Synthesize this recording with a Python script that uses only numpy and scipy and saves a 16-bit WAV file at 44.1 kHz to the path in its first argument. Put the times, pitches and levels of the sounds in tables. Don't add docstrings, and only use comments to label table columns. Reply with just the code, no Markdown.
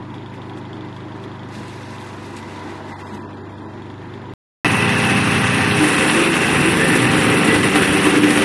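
import sys
import numpy as np
from scipy import signal
from scipy.fft import rfft, irfft, next_fast_len
from scipy.io import wavfile
from scipy.ndimage import uniform_filter1d, minimum_filter1d

SR = 44100
rng = np.random.default_rng(int(sys.argv[2]) if len(sys.argv) > 2 else 0)


def pcm_store(signal):
    levels = np.round(np.clip(np.atleast_2d(signal), -1, 1) * 32767)
    wavfile.write(sys.argv[1], SR, levels.astype(np.int16).T)


def boost_factor(decibels):
    exponent = np.asarray(decibels, float) / 20
    return 10 ** exponent


N = 372204
TIME = np.arange(N) / SR

# start in seconds, end in seconds.
NEAR_SPAN = (4.647, 8.45)
FAR_SPAN = (0, 4.3375)

# time in seconds, firings per second.
NEAR_SPEED = [(4.65, 30.0), (4.88, 30.1), (5.79, 30.1), (5.99, 26.9), (6.09, 25.5), (6.2, 25.4),
              (6.87, 26.3), (6.95, 26.3), (7.04, 25.9), (7.14, 26.0), (7.64, 27.1), (7.71, 27.7),
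              (7.95, 28.3), (8.04, 28.2), (8.27, 29.0), (8.44, 29.1)]
# time in seconds, drone in dB.
NEAR_EXHAUST = [
    (4.65, -27),
    (5.75, -26.3),
    (5.9, -31.5),
    (6.15, -32),
    (6.45, -31.5),
    (6.6, -29),
    (7.4, -29),
    (8.44, -30.3),
]
# multiple of the firing rate, level in dB.
FREE_ORDERS = [(1, -31), (2, -20), (3, -8), (4, 0), (5, -1), (6, -1), (7, -7), (8, -1), (9, -8), (10, -12),
               (11, -14), (26, -11), (30, -13)]
LOADED_ORDERS = [(1, -34), (2, -21), (3, -15), (4, -10), (5, -5), (6, 1), (7, 2), (8, -4), (9, -2), (10, 1),
                 (11, -8), (12, -2), (13, -8), (14, -5), (17, -7), (20, -8)]
# multiple of the knife rate, level in dB.
ROTOR_ORDERS = [(1, -32), (2, -30), (3, -42), (4, -33), (5, -39), (10, -40)]
# frequency in Hz, level in dB per Hz.
FRAME_RUMBLE = [(15, -57), (25, -28), (70, -15.5), (113, -3), (166, -7), (210, -7), (260, -1), (340, -59),
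                (570, -120)]
# time in seconds, knife grip as hopper blows in dB, chip flow in dB.
FEED = [(4.65, -33, -40), (4.72, -62, -31.5), (4.87, -52, -35), (4.95, -34, -31.5), (5.74, -42, -32),
        (5.83, -24, -27), (6.17, -17, -26.5), (6.27, -19.5, -29), (6.55, -20, -28.5), (6.75, -17.5, -28.5),
        (7.1, -18.5, -28.5), (7.5, -16, -29.5), (7.9, -21.5, -28), (8.1, -17.5, -29), (8.44, -16, -27.5)]
# time in seconds, change in dB.
BITES = [(4.659, 8.5), (5.15, -0.5), (5.84, 2), (6.02, 0.5), (6.19, 2), (6.31, -2), (6.421, 2), (6.57, 0),
         (6.69, 0.5), (6.97, 0.5), (7.09, -1.5), (7.31, 2.5), (7.551, 2), (7.62, -5.5), (7.66, 2.5),
         (7.71, -4), (7.769, 0.5), (7.88, -2), (8.07, 2.5), (8.211, -8), (8.26, -2), (8.33, -3),
         (8.39, -1.5)]
# time in seconds, peak in dB.
CHOPS = [(4.693, -14), (4.8216, -17), (4.8919, -9), (4.9996, -19), (5.0356, -13), (5.0969, -10),
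         (5.1688, -15), (5.3104, -15.5), (5.3454, -14), (5.468, -13), (5.5878, -22), (5.6781, -25),
         (5.835, -11), (5.962, -15), (6.0089, -13), (6.097, -6), (6.1421, -17), (6.236, -11), (6.3316, -29),
         (6.3665, -18), (6.5057, -28), (6.541, -12), (6.632, -15), (6.7931, -17), (6.888, -8), (6.918, -22),
         (6.954, -12), (6.9981, -21), (7.0428, -13.5), (7.1343, -15), (7.2201, -25), (7.37, -17),
         (7.476, -7), (7.548, -6.5), (7.6303, -6), (7.757, -1), (7.82, -7), (7.8729, -5), (8.0576, -9),
         (8.1441, -15), (8.234, -6), (8.3051, -8), (8.374, -5), (8.419, -7)]
# frequency in Hz, width in Hz, level in dB.
HOPPER = [(220.7, 10.7, 1), (306, 13, 1.5), (305, 15, -36), (387, 51, 3.5), (445.4, 75, -3),
          (525.8, 34, -2.5)]
# time in seconds, pitch in Hz, level in dB against the blows.
KNIFE_HUM = [(5.77, 314.2, 7), (5.97, 281, 4), (6.05, 300.3, -30), (6.18, 338, 6), (6.4, 329.2, -5),
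             (6.8, 320, -10), (6.95, 306, 3.5), (7.1, 301.8, -4.5), (7.65, 295.2, -4), (7.78, 296.8, -3.5),
             (8.0, 296, 2), (8.3, 298, -0.5), (8.44, 299.6, -8)]
# time in seconds, change in dB.
SWELLS = [(5.83, 8), (6.2, -8), (6.33, 0), (6.42, 8), (6.58, -3), (6.69, 12.5), (6.74, -14), (6.95, -1),
          (7.07, -4), (7.69, -2), (7.76, 12), (7.82, -9), (7.95, 2), (8.07, 5.5), (8.115, -15), (8.17, 8),
          (8.22, -2), (8.26, 9), (8.35, 3)]
# frequency in Hz, level in dB per Hz.
NEAR_CASING = [(260, -2), (450, -8.5), (526, -12), (570, -13), (680, -12), (769, -7), (841, -10), (920, -8),
               (1440, -8), (1940, -6), (2270, -8), (2760, -9), (2950, -10.5), (4700, -23), (5880, -25.5),
               (6500, -29), (8450, -45), (14300, -120)]
# frequency in Hz, width in Hz, level in dB.
PANELS = [(780, 20, -44), (905, 16, -45), (1171, 16, -43), (1516, 22, -42), (1993, 40, -42),
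          (2720, 40, -42)]
BIG_PANELS = [(2612, 380, -32), (1967, 76, -38.5), (1780, 390, -40)]
# time in seconds, upper, middle and lower panel in dB,
# share of the low notch from 0 to 1.
WALK = [(4.65, 7, 8, 3, 0.064), (5.7, 1.5, -16, -6, .1), (6.05, 0, 1, -8, 1), (6.68, 5.5, -9, -13, 1),
        (6.76, -6, -5, -6, 1), (6.81, -2, 4, 16, 1), (7.0, -2, 4, 5, 0.99), (7.1, 3, -4, 3, 1),
        (7.2, -17, 0, 5, 1), (7.3, -1, 1, -10, 0.97), (7.45, 0, 10, -1, 1), (7.5, -17, 11, -3, 1),
        (7.8, -2, -5, -1, 0.88), (8.44, -7, 8, -11, 0.66)]
# frequency in Hz, level in dB per Hz.
CHIP_HISS = [(3240, -49), (5500, 0.5), (5890, 1), (6410, -2), (6980, -0.5), (8460, 1.5), (9250, 6),
             (9700, 5), (10700, 1), (12200, -13.5), (14100, -19), (15200, -30)]
# frequency in Hz, width in Hz, depth from 0 to 1.
NOTCHES = [(7230, 1600, 0.42), (6360, 2700, 0.43)]
# frequency in Hz, width in Hz, level in dB.
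FAN_WHINE = (9450, 360, -44.5)
# start in seconds, end in seconds, frequency in Hz, level in dB.
HIGH_TONES = [
    (5.05, 6.55, 11542, -50),
    (7.47, 7.65, 11542, -52),
    (5.9, 6.35, 12231, -54),
    (7.0, 7.2, 12231, -55),
    (6.0, 6.3, 12920, -56),
    (7.0, 7.7, 12920, -52),
]

# time in seconds, firings per second.
FAR_SPEED = [(0, 25.55), (1.55, 25.58), (1.85, 25.2), (2.3, 24.65), (2.9, 24.3), (3.15, 24.35),
             (3.85, 24.9), (4.34, 25.25)]
# multiple of the firing rate, level in dB.
FAR_ORDERS = [(1, -36), (2, -26), (3, -16), (4, -1), (5, -1), (6, -13.5), (7, -5), (8, -13), (9, -11),
              (10, -22), (11, -11), (12, -6.5), (13, -11), (14, -14), (15, -11), (20, -18)]
SAG_SHIFTS = {7: -8, 12: -5, 13: -3, 14: 3, 9: 2}
# frequency in Hz, level in dB per Hz.
FAR_RUMBLE = [(18, -52), (30, -27), (50, -22), (75, -20), (110, -15), (160, -12), (215, -3), (330, -2),
              (395, -4), (450, -11), (560, -13), (730, -45)]
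FAR_CASING = [(290, -64), (500, -4.5), (551, -18), (606, -3), (721, -6.5), (802, -2), (981, 0.5),
              (1050, -4), (1270, -8.5), (1800, -9.5), (2120, -14), (2830, -19), (3370, -21), (3740, -22),
              (5000, -29), (6500, -39.5), (11000, -120)]
FAR_SHRED = [(1470, 0), (2500, 0), (2780, -0.5), (3100, -9), (3620, -3.5), (4740, -7.5), (9230, -15.5),
             (11300, -19), (12500, -13), (16200, -54), (22000, -120)]
# frequency in Hz, width in Hz, level in dB against the rumble.
CHUTE = [(222, 26, -11), (305, 20, -8), (344, 22, -9), (392, 26, -10)]
# time in seconds, level in dB.
FILL = [
    (0, -1),
    (.7, -0.5),
    (1.4, 0),
    (2.4, 1),
    (2.6, 2.5),
    (2.95, 2.5),
    (3.15, 1),
    (3.5, -2),
    (3.95, -1.5),
    (4.34, -1.5),
]
# time in seconds, change in dB.
LUMPS = [(.07, -7), (.29, -5), (.57, 4), (.95, -13), (1.27, 4), (1.38, -11), (1.6, 4), (1.7, -4),
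         (1.86, -9), (2.66, 3), (2.97, -15), (3.15, 5), (3.66, 2), (3.85, -2), (3.96, -8)]
# time in seconds, shredding in dB.
TWIGS = [(0, -64.5), (1.47, -60.5), (1.55, -45), (1.85, -49), (2.05, -47), (2.15, -49.5), (2.7, -48.5),
         (2.82, -54.5), (3.17, -51), (3.27, -63), (3.6, -62), (4.34, -64)]
# time in seconds, level in dB.
SNAPS = [(.15, -55), (.35, -58), (.43, -66), (.49, -62), (.58, -53), (.74, -64.5), (.97, -60), (1.1, -74),
         (1.17, -69), (1.24, -59), (1.59, -64), (1.69, -57), (1.95, -60), (2.25, -55), (2.375, -47),
         (2.7, -61), (2.9, -54), (3.01, -50), (3.085, -57), (3.15, -53), (3.74, -66), (4.15, -66.5)]
# time in seconds, peak in dB.
CRACKS = [(1.4874, -39), (1.6814, -33), (1.846, -39), (1.9049, -35), (2.1409, -45), (2.1638, -42),
          (2.2262, -42), (2.3659, -28), (2.5928, -41), (2.6372, -41), (2.755, -44), (2.8538, -46),
          (2.8927, -46), (2.9989, -39), (3.0713, -44), (3.1426, -41), (3.2204, -51.5), (3.3067, -50)]
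# frequency in Hz, width in Hz, level in dB against the casing.
DRUM = [(980, 25, -10), (2010, 130, -18.5)]
# time in seconds, length in seconds, low and high ring in dB.
SURGES = [(1.67, .03, 2, 6), (1.82, .03, -3, 6), (2.05, .03, 0, 5), (2.3, .015, -3, 2), (2.42, .03, -1, 3),
          (2.565, 0.022, 8, -1), (2.627, 0.034, 11.5, -2), (2.695, 0.03, -1, 13.5), (2.79, .02, -4, -2),
          (2.914, 0.03, -3, 15.5), (3.02, 0.033, 3, 5), (3.09, 0.035, -10, 11), (3.135, 0.028, 10, -7),
          (3.252, 0.023, 6.5, -3)]
# frequency in Hz, level in dB, decay time t60 in seconds.
TAPPET = [(3350, 0, .012), (3560, -3, .01), (2750, -11, .006), (4350, -10, .005), (6300, -16, .003)]
# time in seconds, peak in
# dB.
SLAPS = [(0.0248, -41.5), (0.0643, -47), (0.1426, -32.5), (0.1825, -34), (0.261, -33.5), (0.2987, -43.5),
         (0.3391, -40), (0.378, -41), (0.4186, -34.5), (0.4569, -45), (0.497, -32), (0.5352, -40.5),
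         (0.574, -34), (0.6135, -37), (0.6529, -39), (0.6918, -47), (0.7312, -31.5), (0.7696, -35),
         (0.8091, -33), (0.848, -38), (0.9273, -37), (0.9652, -34), (1.0046, -36), (1.0834, -41),
         (1.1214, -38), (1.2392, -32), (1.3164, -35), (1.3548, -38), (1.3942, -37), (1.4331, -37),
         (1.511, -41), (1.5888, -37), (1.6671, -49), (1.6881, -38), (1.7459, -43), (1.8332, -36),
         (1.9041, -39), (1.9839, -30), (2.0113, -34), (2.0642, -38), (2.1051, -42), (2.367, -49),
         (2.4279, -35), (2.5416, -40), (2.5616, -38), (2.5955, -38.5), (2.6778, -36), (2.7636, -41),
         (2.8664, -40), (2.8898, -39), (2.9971, -41), (3.07, -37), (3.5414, -44), (3.583, -41),
         (3.6621, -43), (3.8217, -37), (3.9015, -36), (3.9409, -43), (3.9809, -41), (4.139, -33.5)]
# frequency in Hz, width in Hz, level in dB.
COOLING_FAN = [(7000, 600, -71), (9200, 700, -75)]

# time in seconds, frequency in Hz, level in dB, length in seconds.
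THUDS = [(1.6, 213, -36, .03), (3.146, 208, -31.5, 0.034), (2.7, 340, -36, .04), (4.668, 300, -21, 0.015),
         (4.7, 200, -25, .03), (5.166, 199.7, -21, 0.023), (5.785, 149, -22, .03),
         (6.03, 525, -26.5, 0.041), (6.6, 139.8, -22, .03), (6.82, 450, -30, .04), (6.83, 534, -26, .04),
         (7.043, 123.7, -22, .05), (7.3, 110, -21.5, .04), (7.496, 448, -25, .06), (7.658, 130, -26, 0.028),
         (7.78, 382, -33, 0.069), (8.252, 385, -26.5, 0.11)]

# time in seconds, dB under its neighbours at which a band is lost,
# reach of distant bands in dB, want in the middle treble, want at the top (lower want keeps more).
THRIFT = [(0, 7, -30, -2.6, -3), (2.85, 7.5, -30, -2.4, -3), (2.95, 4.5, -20, -.8, -1),
          (3.7, 4.5, -20, -.9, -1), (3.8, 7, -30, -2.4, -3), (4.5, 7, -30, -2.4, -3),
          (4.6, 7.5, 3, -4, -1.1), (6.1, 8, 2, -4, -1), (6.5, 8, 2, -4, -1.5), (8.44, 8.5, 1, -4, -2)]
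# frequency in Hz, half width in Hz, extra want.
WEAK_BANDS = [(2230, 110, 1.1), (2920, 130, 1.0), (4500, 100, .6), (5900, 250, .7)]
LEAN_MOMENTS = [2.95, 3.04, 3.2, 3.27, 3.35, 3.43, 3.55, 3.67]


def near_chipper(t):
    (per_s,), (drone_db,) = in_time(NEAR_SPEED, t), in_time(NEAR_EXHAUST, t)
    grip_db, flow_db = in_time(FEED, t)
    bite_db = bumps(*np.transpose(BITES), 0.015, t)
    blows_db, hiss_db = grip_db + bite_db, flow_db + 0.69 * bite_db
    casing_db = -19.5 + 0.24 * (flow_db - flow_db.mean()) + 0.69 * bite_db
    firings = np.cumsum(per_s) / SR
    passes = 3.4 * firings
    free = np.clip(2 * (per_s - 29.4), 0, 1)
    cuts = chops(t)
    *sides_db, low_share = in_time(WALK, t)

    exhaust = boost_factor(drone_db) * near_exhaust(firings, free)
    rotor = (0.16 + 1.17 * free) * drone(passes, ROTOR_ORDERS, wobble_db=0.25, wander=0.06)
    rumble = frame_rumble(firings, drone_db, free)
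    throat = boost_factor(blows_db - 2.5) * (hopper(firings, passes) + knife_hum(t))
    shake = beating(passes, 0.15, 2.3) * (1 + 0.031 * np.cos(2 * np.pi * firings))
    shake = (shake + 0.5 * grains(np.full(len(t), 700), spread_db=2.5)) * cuts
    casing = boost_factor(casing_db + 2.5) * colour(shake, NEAR_CASING, 1.0, 27.0)
    sheets = boost_factor(casing_db + 19) * panels(shake, sides_db)
    hiss = chip_hiss(firings, hiss_db, cuts, casing, low_share)
    return exhaust + rotor + rumble + throat + casing + sheets + hiss + high_tones(t)


def near_exhaust(firings, free):
    idle = free * drone(firings, FREE_ORDERS, wobble_db=.09, wander=.025)
    labour = (1 - free) * drone(firings, LOADED_ORDERS, wobble_db=.12, wander=.025)
    return idle + labour


def frame_rumble(firings, drone_db, free):
    heavy_db = -18.5 + 2.8 * (drone_db - np.median(drone_db)) - 14 * free
    return boost_factor(heavy_db - 4.5) * colour(beating(firings, .3, 3.0), FRAME_RUMBLE, 1.5, 10)


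def hopper(firings, passes):
    size = len(firings)
    blows = .85 * pulses(passes, 3.0, .04) + .6 * pulses(firings, 1.5, .01)
    blows = blows + .45 * rng.standard_normal(size)
    out = np.zeros(size)
    for k, (hz, width_hz, db) in enumerate(HOPPER):
        ring = resonate(resonate(blows, hz, 1.34 * width_hz), hz, 1.04 * width_hz)
        out += (-1) ** k * boost_factor(db + drift(6.5, size)) * ring / np.sqrt(width_hz)
    return rms_one(out)


def knife_hum(t):
    hz, level_db = in_time(KNIFE_HUM, t)
    turn = 2 * np.pi * np.cumsum(hz) / SR
    steady = (2.2 + drift(14.0, len(t))) * np.cos(turn)
    rough = drift(14.0, len(t)) * np.sin(turn)
    swell_db = bumps(*np.transpose(SWELLS), 0.023, t)
    return boost_factor(level_db + swell_db) * rms_one(steady + rough) * (t > KNIFE_HUM[0][0])


def chops(t):
    kicks = np.full(len(t), 1e-18)
    s, db = np.transpose(CHOPS)
    kicks[np.clip(((s - t[0]) * SR).astype(int), 0, len(t) - 1)] = boost_factor(db + 3.5)
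    return 1 + decay(kicks, 0.011)


def panels(shake, sides_db):
    size = len(shake)
    out = np.zeros(size)
    for hz, width_hz, db in PANELS:
        out += boost_factor(db + 3.8 * drift(6.9, size)) * twice(shake, hz, width_hz)
    for (hz, width_hz, db), side_db in zip(BIG_PANELS, sides_db):
        out += boost_factor(db + side_db) * twice(shake, hz, width_hz)
    return out


def chip_hiss(firings, hiss_db, cuts, casing, low_share):
    size = len(firings)
    patter = grains(2500 * boost_factor(1.7 * drift(21, size)), spread_db=6.0)
    chips = beating(firings, 0.05, 3.2) + 0.13 * patter
    hiss = boost_factor(hiss_db + 0.5) * colour(chips * cuts ** 0.61, CHIP_HISS, 2.2, 36.0)
    bright = hiss + casing
    for (hz, width_hz, depth), share in zip(NOTCHES, (1 - low_share, low_share)):
        hiss = hiss - share * depth * resonate(bright, hz, width_hz)
    whine_hz, width_hz, whine_db = FAN_WHINE
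    whine_db = whine_db + 0.44 * (hiss_db - hiss_db.mean())
    return hiss + boost_factor(whine_db) * twice(chips, whine_hz, width_hz)


def high_tones(t):
    out = np.zeros(len(t))
    for start, end, hz, db in HIGH_TONES:
        fade = np.clip(np.minimum(t - start, end - t) / .02, 0, 1)
        out += boost_factor(db) * np.sin(2 * np.pi * hz * t) * fade
    return out


def far_chipper(t):
    (per_s,), (fill_db,), (flow_db,) = in_time(FAR_SPEED, t), in_time(FILL, t), in_time(TWIGS, t)
    sag_hz = per_s.max() - per_s
    firings = np.cumsum(per_s) / SR + .35
    lump_db = bumps(*np.transpose(LUMPS), 0.017, t)
    casing_db = -42 + fill_db + 0.13 * lump_db
    rumble_db = -36.5 + 0.37 * fill_db + lump_db
    snap_s, snap_db = np.transpose(SNAPS)
    shred_db = 20 * np.log10(boost_factor(flow_db) + bumps(snap_s, boost_factor(snap_db), 0.013, t))
    knock = beating(firings, 0.53, 2.1)
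    crackle = rng.standard_normal(len(t))
    crackle = crackle + 0.5 * grains(700 * boost_factor(5 * drift(17, len(t))), spread_db=2.5)

    exhaust = far_exhaust(firings, sag_hz)
    rumble = far_rumble(firings, knock, rumble_db)
    casing = boost_factor(casing_db + 4.0) * colour(beating(firings, 0.043, 1.34), FAR_CASING, 1.0, 22.0)
    shred = boost_factor(shred_db + 3 + .8 * drift(20, len(t))) * colour(crackle, FAR_SHRED, 1.5, 20)
    rings = drum(crackle, casing_db, shred_db, t)
    ticks = valve_ticks(*tick_times(firings, sag_hz), len(t))
    whir = sum(boost_factor(db) * twice(knock, hz, width_hz) for hz, width_hz, db in COOLING_FAN)
    whole = exhaust + rumble + casing + shred + cracks(t) + rings + ticks + whir
    return signal.sosfilt(signal.cheby2(10, 50, 12900, fs=SR, output="sos"), whole)


def far_exhaust(firings, sag_hz):
    orders = []
    for multiple, db in FAR_ORDERS:
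        db = db + SAG_SHIFTS.get(multiple, 0) * sag_hz
        if multiple == 5:
            db = db - 9 * sag_hz ** 2
        if multiple == 6:
            db = db + 5 * sag_hz
        orders.append((multiple, db))
    return boost_factor(-37.5 - 0.5 * sag_hz) * drone(firings, orders, wobble_db=.1, wander=.03)


def far_rumble(firings, knock, rumble_db):
    out = boost_factor(rumble_db - 1.5) * colour(beating(firings, .3, 0.91), FAR_RUMBLE, 0.69, 24.0)
    for hz, width_hz, db in CHUTE:
        out = out + boost_factor(rumble_db + db + 0.56 * drift(3.0, len(knock))) * twice(knock, hz, width_hz)
    return out


def drum(crackle, casing_db, shred_db, t):
    busy_db = casing_db + 0.16 * (uniform_filter1d(shred_db, size=8000) + 67.0)
    s, length_s, *surges_db = np.transpose(SURGES)
    out = np.zeros(len(t))
    for (hz, width_hz, db), surge_db in zip(DRUM, surges_db):
        level_db = busy_db + db + bumps(s, surge_db, length_s[:, None], t) + 2.3 * drift(5.6, len(t))
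        out += boost_factor(level_db) * twice(crackle, hz, width_hz)
    return out


def cracks(t):
    kicks = np.full(len(t), 1e-18)
    s, db = np.transpose(CRACKS)
    kicks[(s * SR).astype(int)] = boost_factor(db - 5)
    burst = rng.standard_normal(len(t)) * decay(kicks, 0.005)
    return signal.sosfilt(signal.butter(2, [3000, 9000], "band", fs=SR, output="sos"), burst)


def tick_times(firings, sag_hz):
    at = np.flatnonzero(np.diff(np.floor(firings)))
    chance = np.clip(rng.standard_normal(len(at)), -2.5, 1)
    db = -41.5 - 4 * sag_hz[at] + 2 * chance
    slap_s, slap_db = np.transpose(SLAPS)
    slap_at = (slap_s * SR).astype(int)
    alone = abs(at[:, None] - slap_at).min(axis=1) > SR // 70
    return np.r_[at[alone], slap_at], np.r_[db[alone], slap_db]


def valve_ticks(at, peak_db, size):
    mix_db = rng.standard_normal((len(at), len(TAPPET)))
    rattle = rng.standard_normal(size)
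    out = np.zeros(size)
    for k, (hz, db, t60) in enumerate(TAPPET):
        clicks = np.full(size, 1e-18)
        clicks[at] = boost_factor(peak_db + db - 3.5 + mix_db[:, k])
        clicks = clicks + .035 * rattle * decay(clicks, 0.017)
        r, w = boost_factor(-60 / (t60 * SR)), 2 * np.pi * hz / SR
        out += signal.lfilter([0, np.sin(w)], [1, -2 * r * np.cos(w), r * r], clicks)
    return (resonate(out, 3500, 1900) + .35 * out) * boost_factor(-.2)


def thuds():
    out = np.zeros(N)
    for s, hz, db, length_s in THUDS:
        near = slice(int((s - 3 * length_s) * SR), int((s + 3 * length_s) * SR))
        swell = np.exp(-.5 * ((TIME[near] - s) / length_s) ** 2)
        out[near] += np.sqrt(2) * boost_factor(db) * swell * np.sin(2 * np.pi * hz * TIME[near])
    return out


def drone(cycles, orders, wobble_db, wander):
    size = len(cycles)
    out = np.zeros(size)
    for k, db in orders:
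        level = np.sqrt(2) * boost_factor(db + wobble_db * k * drift(5.1, size))
        phase = 2 * np.pi * (k * cycles + rng.random()) + wander * k * drift(5.3, size)
        out += level * np.sin(phase)
    return out


def beating(cycles, depth, sharp):
    swell = sharp * np.exp(-sharp * (cycles % 1))
    return rng.standard_normal(len(cycles)) * (1 - depth + depth * swell)


def pulses(cycles, uneven_db, jitter):
    size = len(cycles)
    marks = np.diff(np.floor(cycles + jitter * drift(40, size)), prepend=0) > 0
    return rms_one(marks * boost_factor(uneven_db * rng.standard_normal(size)))


def grains(per_s, spread_db):
    size = len(per_s)
    sizes = boost_factor(spread_db * np.minimum(rng.exponential(1, size), 5)) * rng.choice([-1, 1], size)
    return rms_one(sizes * (rng.random(size) < per_s / SR))


def colour(x, spectrum, patchy_db, flicker_hz):
    size = next_fast_len(len(x))
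    octave = np.log2(np.arange(1, size // 2 + 2) * SR / size)
    hz, level_db = np.transpose(spectrum)
    at = np.log2(hz)
    shaped = rfft(x, size) * boost_factor(np.interp(octave, at, level_db, left=-120, right=-120))
    out = np.zeros(len(x))
    for centre in np.arange(at[0], at[-1] + .5, .5):
        band = irfft(shaped * np.clip(1 - 2 * abs(octave - centre), 0, 1), size)[:len(x)]
        out += band * boost_factor(patchy_db * drift(flicker_hz, len(x)))
    return rms_one(out)


def resonate(x, hz, width_hz):
    r = np.exp(-np.pi * width_hz / SR)
    poles = [1, -2 * r * np.cos(2 * np.pi * hz / SR), r * r]
    return signal.lfilter([(1 - r * r) / 2, 0, (r * r - 1) / 2], poles, x)


def twice(x, hz, width_hz):
    return rms_one(resonate(resonate(x, hz, width_hz), hz, width_hz))


def decay(kicks, fade_s):
    return signal.lfilter([1], [1, -np.exp(-1 / (fade_s * SR))], kicks)


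def bumps(s, heights, width_s, t):
    coarse = t[::32]
    bells = np.exp(-.5 * ((coarse - np.asarray(s)[:, None]) / width_s) ** 2)
    return np.interp(t, coarse, np.asarray(heights) @ bells)


def drift(rate, size):
    r = np.exp(-80 * np.pi * rate / SR)
    noise = rng.standard_normal(size // 40 + 2002)
    slow = signal.lfilter([1], [1, -2 * r, r * r], noise)[2000:]
    return np.interp(np.arange(size) / 40, np.arange(len(slow)), rms_one(slow))


def in_time(rows, t):
    s, *columns = np.transpose(rows)
    return [np.interp(t, s, c) for c in columns]


def rms_one(x):
    return x / np.sqrt(np.mean(x ** 2) + 1e-20)


def patchy_treble(x, from_hz):
    hz, s, cells = signal.stft(x, SR, nperseg=1024, noverlap=640)
    hz, far = hz[:, None], s < FAR_SPAN[1]
    low, thin = hz < from_hz, hz >= 11000
    under_db, far_db, want_mid, want_top = in_time(THRIFT, s)
    lean = sum(abs(s - at) < .018 for at in LEAN_MOMENTS)
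    want_mid = want_mid - .25 * far + .9 * lean
    now = abs(cells) ** 2
    power = uniform_filter1d(now, size=5, axis=-1)
    narrow, near, wide = (uniform_filter1d(power, size=bins, axis=-2) for bins in (4, 40, 150))
    reach_db = np.interp(hz, [5500, 6200, 8000, 9000], [-40, -3, -3, -19]) + far_db
    mask = np.maximum(near, wide * boost_factor(reach_db)) * boost_factor(-2 * under_db)
    keep = (narrow > mask) & (now > .9 * mask) | low
    luck = rms_one(uniform_filter1d(rng.standard_normal((len(hz) // 6 + 1, len(s))), size=9))
    luck = luck.repeat(6, axis=0)[:len(hz)]
    luck = luck - sum(want * (abs(hz - at) < half) for at, half, want in WEAK_BANDS) * far
    keep &= (luck > np.where(thin, want_top, want_mid)) | (now > 6 * near) | low
    tops = -minimum_filter1d(-power, size=21, axis=-2)
    keep &= (power > tops / 14) | ~thin
    for start, end, tone_hz, _ in HIGH_TONES:
        beside = (hz > tone_hz - 480) & (hz < tone_hz + 330) & (abs(hz - tone_hz) > 70)
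        keep &= ~((s > start) & (s < end) & beside & (luck < 1.2))
    flicker = uniform_filter1d(rng.standard_normal(len(s)), size=6)
    hurdle = np.where(hz < 14950, np.where(s < 6.42, -.6, 0), .6)
    keep &= (hz < 13850) | (flicker > hurdle)
    gain = np.where(keep, 1, .03 * ~thin)
    return signal.istft(cells * gain, SR, nperseg=1024, noverlap=640)[1][..., :N]


def scene():
    out = np.zeros((1, N))
    for machine, (start, end) in ((far_chipper, FAR_SPAN), (near_chipper, NEAR_SPAN)):
        heard = (TIME >= start) & (TIME < end)
        out[0, heard] = machine(TIME[heard])
    return out + thuds()


def band_limit(x):
    return signal.sosfilt(signal.butter(12, 15390, fs=SR, output="sos"), x)


def record(dry):
    rounded = 1.103 * np.tanh(dry / 1.218)
    running = (TIME < FAR_SPAN[1]) | (TIME >= NEAR_SPAN[0])
    mix = patchy_treble(rounded, from_hz=1840) * running
    return band_limit(mix)


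dry = scene()
out = record(dry)
pcm_store(out)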